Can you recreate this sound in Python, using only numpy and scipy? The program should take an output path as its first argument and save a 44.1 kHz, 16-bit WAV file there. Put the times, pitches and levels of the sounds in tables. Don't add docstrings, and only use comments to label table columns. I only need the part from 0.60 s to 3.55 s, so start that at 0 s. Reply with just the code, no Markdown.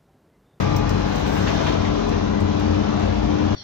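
import sys
import numpy as np
from scipy import signal
from scipy.fft import rfft, irfft, next_fast_len
from scipy.io import wavfile
from scipy.ndimage import uniform_filter1d

SR = 44100
rng = np.random.default_rng(int(sys.argv[2]) if len(sys.argv) > 2 else 0)


def field_ratio(decibels):
    return 10 ** (np.asarray(decibels, dtype=float) / 20)


def file_out(sig):
    cols = np.atleast_2d(sig).T
    lim = np.clip(cols, -1, 1)
    pcm = np.round(lim * 32767).astype(np.int16)
    wavfile.write(sys.argv[1], SR, pcm)


N = 130095

# t/s, f/Hz
ENGINE_SPEED = [(0, 424), (.7, 423), (1.0, 415), (1.3, 412), (1.6, 407), (2.0, 405), (2.95, 405.5)]
# t/s, f/Hz
ROAD_SPEED = [(0.0, 302.2), (0.09, 294.0), (0.43, 296.2), (2.95, 299.1)]
WHINE_HZ, AXLE_HZ = 405, 299
# f/Hz, level before turn/dB, level after/dB, change t/s, wobble/dB
ENGINE_TONES = [(47, -36.5, -49.5, 1.7, 6), (122.2, -36.5, -56.5, 0.49, 6.5), (142.7, -38.5, -56.5, 1.2, 3),
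                (181.2, -34, -46.5, 1.36, 2.5), (200.8, -46.5, -34, 1.37, 2), (215, -43, -34, 1.18, 0),
                (362.2, -48, -47, 1.5, 2.5), (386.8, -45, -42, 1.7, 1), (406.3, -39.5, -39.5, 0.87, 1.5),
                (643, -50.5, -54, 2.1, -4), (710, -54.5, -52, 1.4, 10.5), (805, -47.5, -51, 0.52, 1),
                (1130, -39, -55.5, 0.27, -1.8), (1182, -47, -64, 0.28, 4.5), (2370, -52.5, -58.5, 0.52, 0),
                (2397, -53, -65.5, 0.61, 5)]
# f/Hz, level before turn/dB, level after/dB, change t/s, wobble/dB
WHEEL_TONES = [(58.46, -45, -41, 1.9, -3.5), (300.1, -35, -32, 1.4, 1.7), (449, -56.5, -47, 0.94, 4.5),
               (492.4, -46.5, -46.5, 1.3, 1), (540.7, -43.5, -47.5, 1.3, 0.5), (598, -56.5, -44.5, 1.3, 0),
               (1016, -50.5, -52, 1.1, 3.5), (1116, -54.5, -56, 0.82, 1.5)]
CHANGE_S, WOBBLE_HZ, DRIFT_SHARE, PORT_SPREAD = 0.2, 5.037, 0.00405, 0.31
# tone f/Hz, t/s, lift/dB, half length/s
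SWELLS = [(58.5, .2, 0, .06), (58.5, 2.62, 11, .08), (58.5, 2.86, 4.5, .06), (91.4, 0.29, 6.5, .04),
          (91.4, 0.25, -5.5, 0.063), (91.4, 0.35, 4.5, .04), (91.4, .68, -6.5, 0.093),
          (91.4, .84, 7.5, 0.044), (91.4, 1.1, -11, 0.02), (182.2, 0.19, 8, 0.045), (182.2, 0.4, 3, .05),
          (182.2, .66, -11, 0.11), (182.2, .86, -3, 0.054), (182.2, 1.05, -9.5, 0.086),
          (182.2, 0.82, 2, .07), (202.8, 1.58, 5.5, 0.049), (202.8, 2.9, -2, 0.035), (216.4, 1.2, 8, 0.071),
          (216.4, 2.88, 1.5, 0.067), (298.4, 0.011, -1.5, 0.05), (298.4, .17, 4.5, 0.1),
          (298.4, 1.43, -4.5, 0.057), (298.4, 1.3, 0.5, 0.053), (298.4, 1.7, -5, .05),
          (298.4, 2.133, 4.5, 0.061), (298.4, 1.85, 1, 0.091), (298.4, 2.47, -3.5, 0.056),
          (298.4, 2.75, 4.5, 0.091), (406.6, 1.504, 7, 0.11), (406.6, 0.84, 4.5, .04),
          (494.4, 0.58, 10.5, 0.17), (494.4, 1.55, 13, 0.031), (494.4, 2.55, 7.5, 0.2),
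          (543, 2.1, 10, 0.051), (543, 2.16, 7, .04), (543, 2.47, 14.5, 0.055), (644, 1.08, 14.5, 0.13),
          (644, 0.913, 5, 0.076), (644, 1.34, 5, 0.12), (644, 0.51, 8, .08), (715, 2.35, -10, .15),
          (706, 0.055, -11, .1), (805.6, .02, -6, 0.052), (805.6, 0.18, 6, 0.14), (805.6, .43, 4.5, .05),
          (805.6, 2.6, 4, 0.063), (805.6, 3.1, 5.5, .08), (805.6, 1.8, -1, .05), (1110, .52, 10, 0.083),
          (2365, 0.19, 5, 0.046), (1013, .6, -2, .06), (1013, 1.9, 3.5, 0.044)]
SWELL_WIDTH_LOG_F = .012
# t/s, level/dB
BOOM = [(0.0, -34.5), (0.02, -27.5), (1.02, -35), (1.2, -28.5), (1.48, -35), (1.52, -25.5), (1.75, -36),
        (1.82, -25), (2.0, -29.5), (2.09, -25), (2.26, -30), (2.29, -44), (2.45, -23.5), (2.71, -35.5),
        (2.85, -27), (2.95, -29)]
BOOM_HZ, BOOM_LIFT_DB = 91.3, -3
# f/Hz, level/dB per Hz
RUMBLE_COLOUR = [(20, -34), (36, -17.5), (50, 2), (90, -2), (280, -4), (400, -8), (1020, -15.5),
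                 (1700, -38)]
RUMBLE_DB, RUMBLE_SHARE = -28.5, 0.52
# f/Hz, level/dB per Hz
ROAR_COLOUR = [(600, -9), (1200, 0.5), (1900, -4), (2700, -4), (3700, -2.5), (4700, -6.5), (6300, -7),
               (8000, -30.5)]
# t/s, level/dB
PANEL = [(0.0, -37.5), (0.43, -38.5), (1.06, -35), (1.27, -38), (1.58, -40.5), (2.5, -39.5), (2.95, -40)]
ROAR_LIFT_DB = 3.5
# t/s, level/dB
RUB = [(0, -61), (.06, -72), (.5, -67), (.56, -64), (.61, -60), (.64, -70), (.68, -59.5), (.78, -59.5),
       (1.0, -65), (1.08, -62), (1.14, -68), (1.16, -71), (1.35, -79.5), (1.8, -85.5), (2.35, -83.5),
       (2.45, -76.5), (2.95, -87.5)]
# f/Hz, level/dB per Hz
RUSTLE_COLOUR = [(7000, 5), (7600, -2.5), (8600, -2), (13300, -12.5), (13900, -17.5), (14400, 0),
                 (15450, 2), (15800, -25)]
RUB_LIFT_DB, RUB_LEFT_DB = 11, -11.5
# t/s, peak level/dB, ring t60/s, left share/dB, 15 kHz port ring/dB
TICKS = [
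    (0.0014, -49.5, 0.039, -24, -11),
    (0.163, -32.5, 0.03, -2, -7),
    (0.2929, -36, 0.041, -7, -10),
    (0.5557, -40.5, 0.054, -9, -7.5),
    (1.3872, -53, 0.04, -12, -12),
    (1.4897, -42.5, 0.025, -9, -15),
    (1.8025, -47.5, 0.073, -9, -16.5),
    (1.997, -41.5, 0.027, -13, -15),
    (2.3962, -50, 0.053, -14, -9),
    (2.6349, -57, 0.05, -11, -9),
]
# f/Hz, level/dB per Hz
TICK_COLOUR = [(3000, -41.5), (5000, 13.5), (7000, 10), (9000, -6), (12500, -5), (14000, -6.5),
               (15700, -18.5)]
# f/Hz, level/dB per Hz
PORT_COLOUR = [(13800, -17), (14500, -3), (15000, -1.5), (15500, -1.5), (15800, -23)]
TICK_LIFT_DB, TICK_RISE_S, TICK_TAIL_DB, TICK_TAIL_T60_S = 2.5, 0.00061, -9.5, 0.18
# t/s, level/dB, length/s
BUMPS = [(.11, -57, .03), (0.268, -41, 0.028), (0.51, -42, 0.075), (0.659, -35, 0.035),
         (0.761, -35.5, 0.029), (0.86, -47, .03), (0.869, -30, 0.056), (.96, -48, .03),
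         (1.005, -32.5, 0.019), (1.063, -25.5, 0.044), (1.118, -35, 0.03), (1.246, -35, 0.045),
         (1.467, -43, 0.01), (1.517, -35.5, 0.053), (2.14, -43, .03), (2.395, -39, 0.083)]
# f/Hz, level/dB per Hz
SHAKE_COLOUR = [(500, -7.5), (1200, -5), (1700, -3.5), (2600, -1), (3200, -2.5), (4200, -6.5), (6000, -9),
                (7500, -20.5)]
BUMP_RISE_S = 0.0046
# f/Hz, likeness/1
LIKENESS = [(60, 0.89), (250, 1), (500, 0.81), (800, 0.26), (1200, .12), (2000, .03)]
# f/Hz, left minus right/dB
LEFT_PORT = [(25, 5), (70, 6.5), (290, 7), (640, 8), (1410, 7.5), (2700, 0.5), (5500, -12), (9000, -40.5)]
# f/Hz, phase/rad
LEFT_LEAD = [(20, .2), (60, .5), (100, 0.68), (160, 1.01), (270, 1.49), (450, 2.81), (600, 3.42),
             (1200, 7.2)]
SELF_NOISE_DB = [
    [-91],
    [-72.5],
]
# f/Hz, left level/dB, right level/dB
GATE = [(5000, -115, -115), (6500, -101, -108), (7400, -97, -100), (7900, -97, -90), (9300, -102, -91),
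        (10100, -111, -102), (13600, -111, -102), (14400, -110, -98), (15300, -110, -97),
        (15800, -105, -90)]
GATE_SCATTER_DB, GATE_UNDER_DB, GATE_FROM_HZ = 11, 3.1, 7700
LOW_CUT_HZ, EDGE_S = 46, .0012


def evened(x):
    return x / np.sqrt(np.mean(x ** 2) + 1e-20)


def read(points, hz):
    f_hz, value = np.transpose(points)
    return np.interp(np.log(hz + 1), np.log(f_hz + 1), value)


def curve(points, t):
    return np.interp(t, *np.transpose(points))


def slow(t, top_hz):
    f_hz = np.geomspace(top_hz / 12, top_hz, num=14)[:, None]
    sines = np.sin(2 * np.pi * (f_hz * t + rng.random(f_hz.shape)))
    return evened((sines / np.sqrt(f_hz)).sum(0))


def noise(colour, patch_db, flutter_db, size=512):
    hop, hz = size // 4, np.fft.rfftfreq(size, 1 / SR)
    frames = N // hop + 6
    a, b, c, d, patches = rng.standard_normal((frames, len(hz), 5)).T
    patches = uniform_filter1d(patches, size=6, axis=0)
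    patches = evened(uniform_filter1d(patches, size=16, axis=1))
    same = np.clip(read(LIKENESS, hz), -1, 1)[:, None]
    right = a + 1j * b
    left = same * right + np.sqrt(1 - same ** 2) * (c + 1j * d)
    outside = (hz < colour[0][0]) | (hz > colour[-1][0])
    colour_db = np.where(outside, -90, read(colour, hz))[:, None]
    flutter = slow(np.arange(frames) * hop / SR, 14)
    z = np.array([left, right]) * field_ratio(colour_db + patch_db * patches + flutter_db * flutter)
    return evened(signal.istft(z, nperseg=size, noverlap=size - hop)[1][:, :N])


def swell_db(hz, t):
    f_hz, at_s, lift_db, half_s = np.transpose(SWELLS)
    touch_db = np.exp(-(np.log(hz / f_hz) / SWELL_WIDTH_LOG_F) ** 2) * lift_db
    coarse = t[::256]
    humps = np.exp(-((coarse - at_s[:, None]) / half_s[:, None]) ** 2)
    return np.interp(t, coarse, touch_db @ humps)


def tones(rows, speed, t):
    out = np.zeros((2, N))
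    coarse = t[::256]
    for hz, before_db, after_db, at_s, wobble_db in rows:
        turned = .5 + .5 * np.tanh((t - at_s) / CHANGE_S)
        wobble, drift, apart = (np.interp(t, coarse, slow(coarse, WOBBLE_HZ)) for _ in range(3))
        level_db = before_db + (after_db - before_db) * turned
        level_db = level_db + wobble_db * np.tanh(wobble) + swell_db(hz, t)
        cycles = np.cumsum(hz * (speed + DRIFT_SHARE * drift)) / SR
        phase = 2 * np.pi * (cycles + rng.random())
        spread = np.arccos(np.clip(read(LIKENESS, hz), 0, 1)) * PORT_SPREAD * apart
        out += np.sqrt(2) * field_ratio(level_db) * np.sin([phase + spread, phase])
    return out


def boom(speed, t):
    level_db = curve(BOOM, t) + BOOM_LIFT_DB + swell_db(BOOM_HZ, t)
    return np.sqrt(2) * field_ratio(level_db) * np.sin(2 * np.pi * np.cumsum(BOOM_HZ * speed) / SR)


def body(t):
    near_db = curve(PANEL, t)
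    rumble_db = RUMBLE_DB + RUMBLE_SHARE * (near_db - near_db.mean())
    rumble = field_ratio(rumble_db) * noise(RUMBLE_COLOUR, 0.35, 0.18, size=2048)
    roar = field_ratio(near_db + ROAR_LIFT_DB) * noise(ROAR_COLOUR, 1.85, 0.5, size=2048)
    return rumble + roar


def hand(t):
    crack = noise(TICK_COLOUR, 2.0, 0, size=256)
    whistle = noise(PORT_COLOUR, 2.1, 0, size=256)
    rub_db = curve(RUB, t) + RUB_LIFT_DB + np.array([[RUB_LEFT_DB], [0]])
    out = field_ratio(rub_db) * noise(RUSTLE_COLOUR, 2.2, 1.7, size=1024)
    for at_s, peak_db, t60_s, left_db, port_db in TICKS:
        since_s = np.maximum(t - at_s, 0)
        attack = np.minimum(since_s / TICK_RISE_S, 1)
        ring = field_ratio(-60 * since_s / t60_s) + field_ratio(TICK_TAIL_DB - 60 * since_s / TICK_TAIL_T60_S)
        sides = field_ratio(peak_db + TICK_LIFT_DB + np.array([[left_db], [0]]))
        out += sides * attack * ring * (crack + field_ratio(port_db) * whistle)
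    return out


def fittings(t):
    envelope = np.zeros(N)
    for at_s, level_db, length_s in BUMPS:
        since_s = np.maximum(t - at_s, 0)
        attack = np.minimum(since_s / BUMP_RISE_S, 1)
        envelope += field_ratio(level_db) * attack * np.exp(-(since_s / length_s) ** 2)
    return envelope * noise(SHAKE_COLOUR, 2.5, 1.6, size=512)


def scene():
    t = np.arange(N) / SR
    engine = curve(ENGINE_SPEED, t) / WHINE_HZ
    wheels = curve(ROAD_SPEED, t) / AXLE_HZ
    hum = tones(ENGINE_TONES, engine, t) + tones(WHEEL_TONES, wheels, t) + boom(engine, t)
    return hum + body(t) + hand(t) + fittings(t)


def gate(x, order=16):
    padded = np.pad(x, ((0, 0), (0, 2048)), "reflect", reflect_type="odd")
    hz, _, z = signal.stft(padded, SR, nperseg=2048, noverlap=1536)
    band = np.arange(len(hz)) // order
    band_hz = hz[::order]
    power = np.add.reduceat(abs(z) ** 2, np.arange(0, len(hz), order), axis=1) / order
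    level_db = 10 * np.log10(power + 1e-20)
    f_hz, left_db, right_db = np.transpose(GATE)
    edge_db = np.array([np.interp(band_hz, f_hz, v, left=-200) for v in (left_db, right_db)])[:, :, None]
    around_db = uniform_filter1d(uniform_filter1d(level_db, size=5, axis=1), size=9, axis=2)
    raised_db = np.maximum(edge_db, around_db - GATE_UNDER_DB)
    edge_db = np.where(band_hz[:, None] > GATE_FROM_HZ, raised_db, edge_db)
    scatter = evened(uniform_filter1d(rng.standard_normal(level_db.shape), size=3, axis=2))
    keep = np.clip((level_db - edge_db - GATE_SCATTER_DB * scatter) / 2, 0, 1)
    return signal.istft(z * keep[:, band], SR, nperseg=2048, noverlap=1536)[1][:, :N]


def roll_off(x):
    return signal.sosfilt(signal.butter(12, 15830, fs=SR, output="sos"), x)


def record(dry):
    size = next_fast_len(N + 8192)
    hz = np.fft.rfftfreq(size, 1 / SR)
    left = field_ratio(read(LEFT_PORT, hz)) * np.exp(1j * read(LEFT_LEAD, hz))
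    ports = np.array([left, np.ones(len(hz))])
    low_cut = 1 / np.sqrt(1 + (LOW_CUT_HZ / (hz + 1)) ** 6)
    padded = np.pad(dry, ((0, 0), (0, 2048)), "reflect", reflect_type="odd")
    heard = irfft(rfft(padded, size) * ports * low_cut, size)[:, :N]
    hiss = field_ratio(np.array(SELF_NOISE_DB)) * rng.standard_normal((2, N))
    from_end = np.minimum(np.arange(N) + 1, N - np.arange(N))
    ends = np.sin(np.pi / 2 * np.clip(from_end / (EDGE_S * SR), 0, 1)) ** 2
    return roll_off(ends * gate(heard + hiss))


dry = scene()
out = record(dry)
file_out(out)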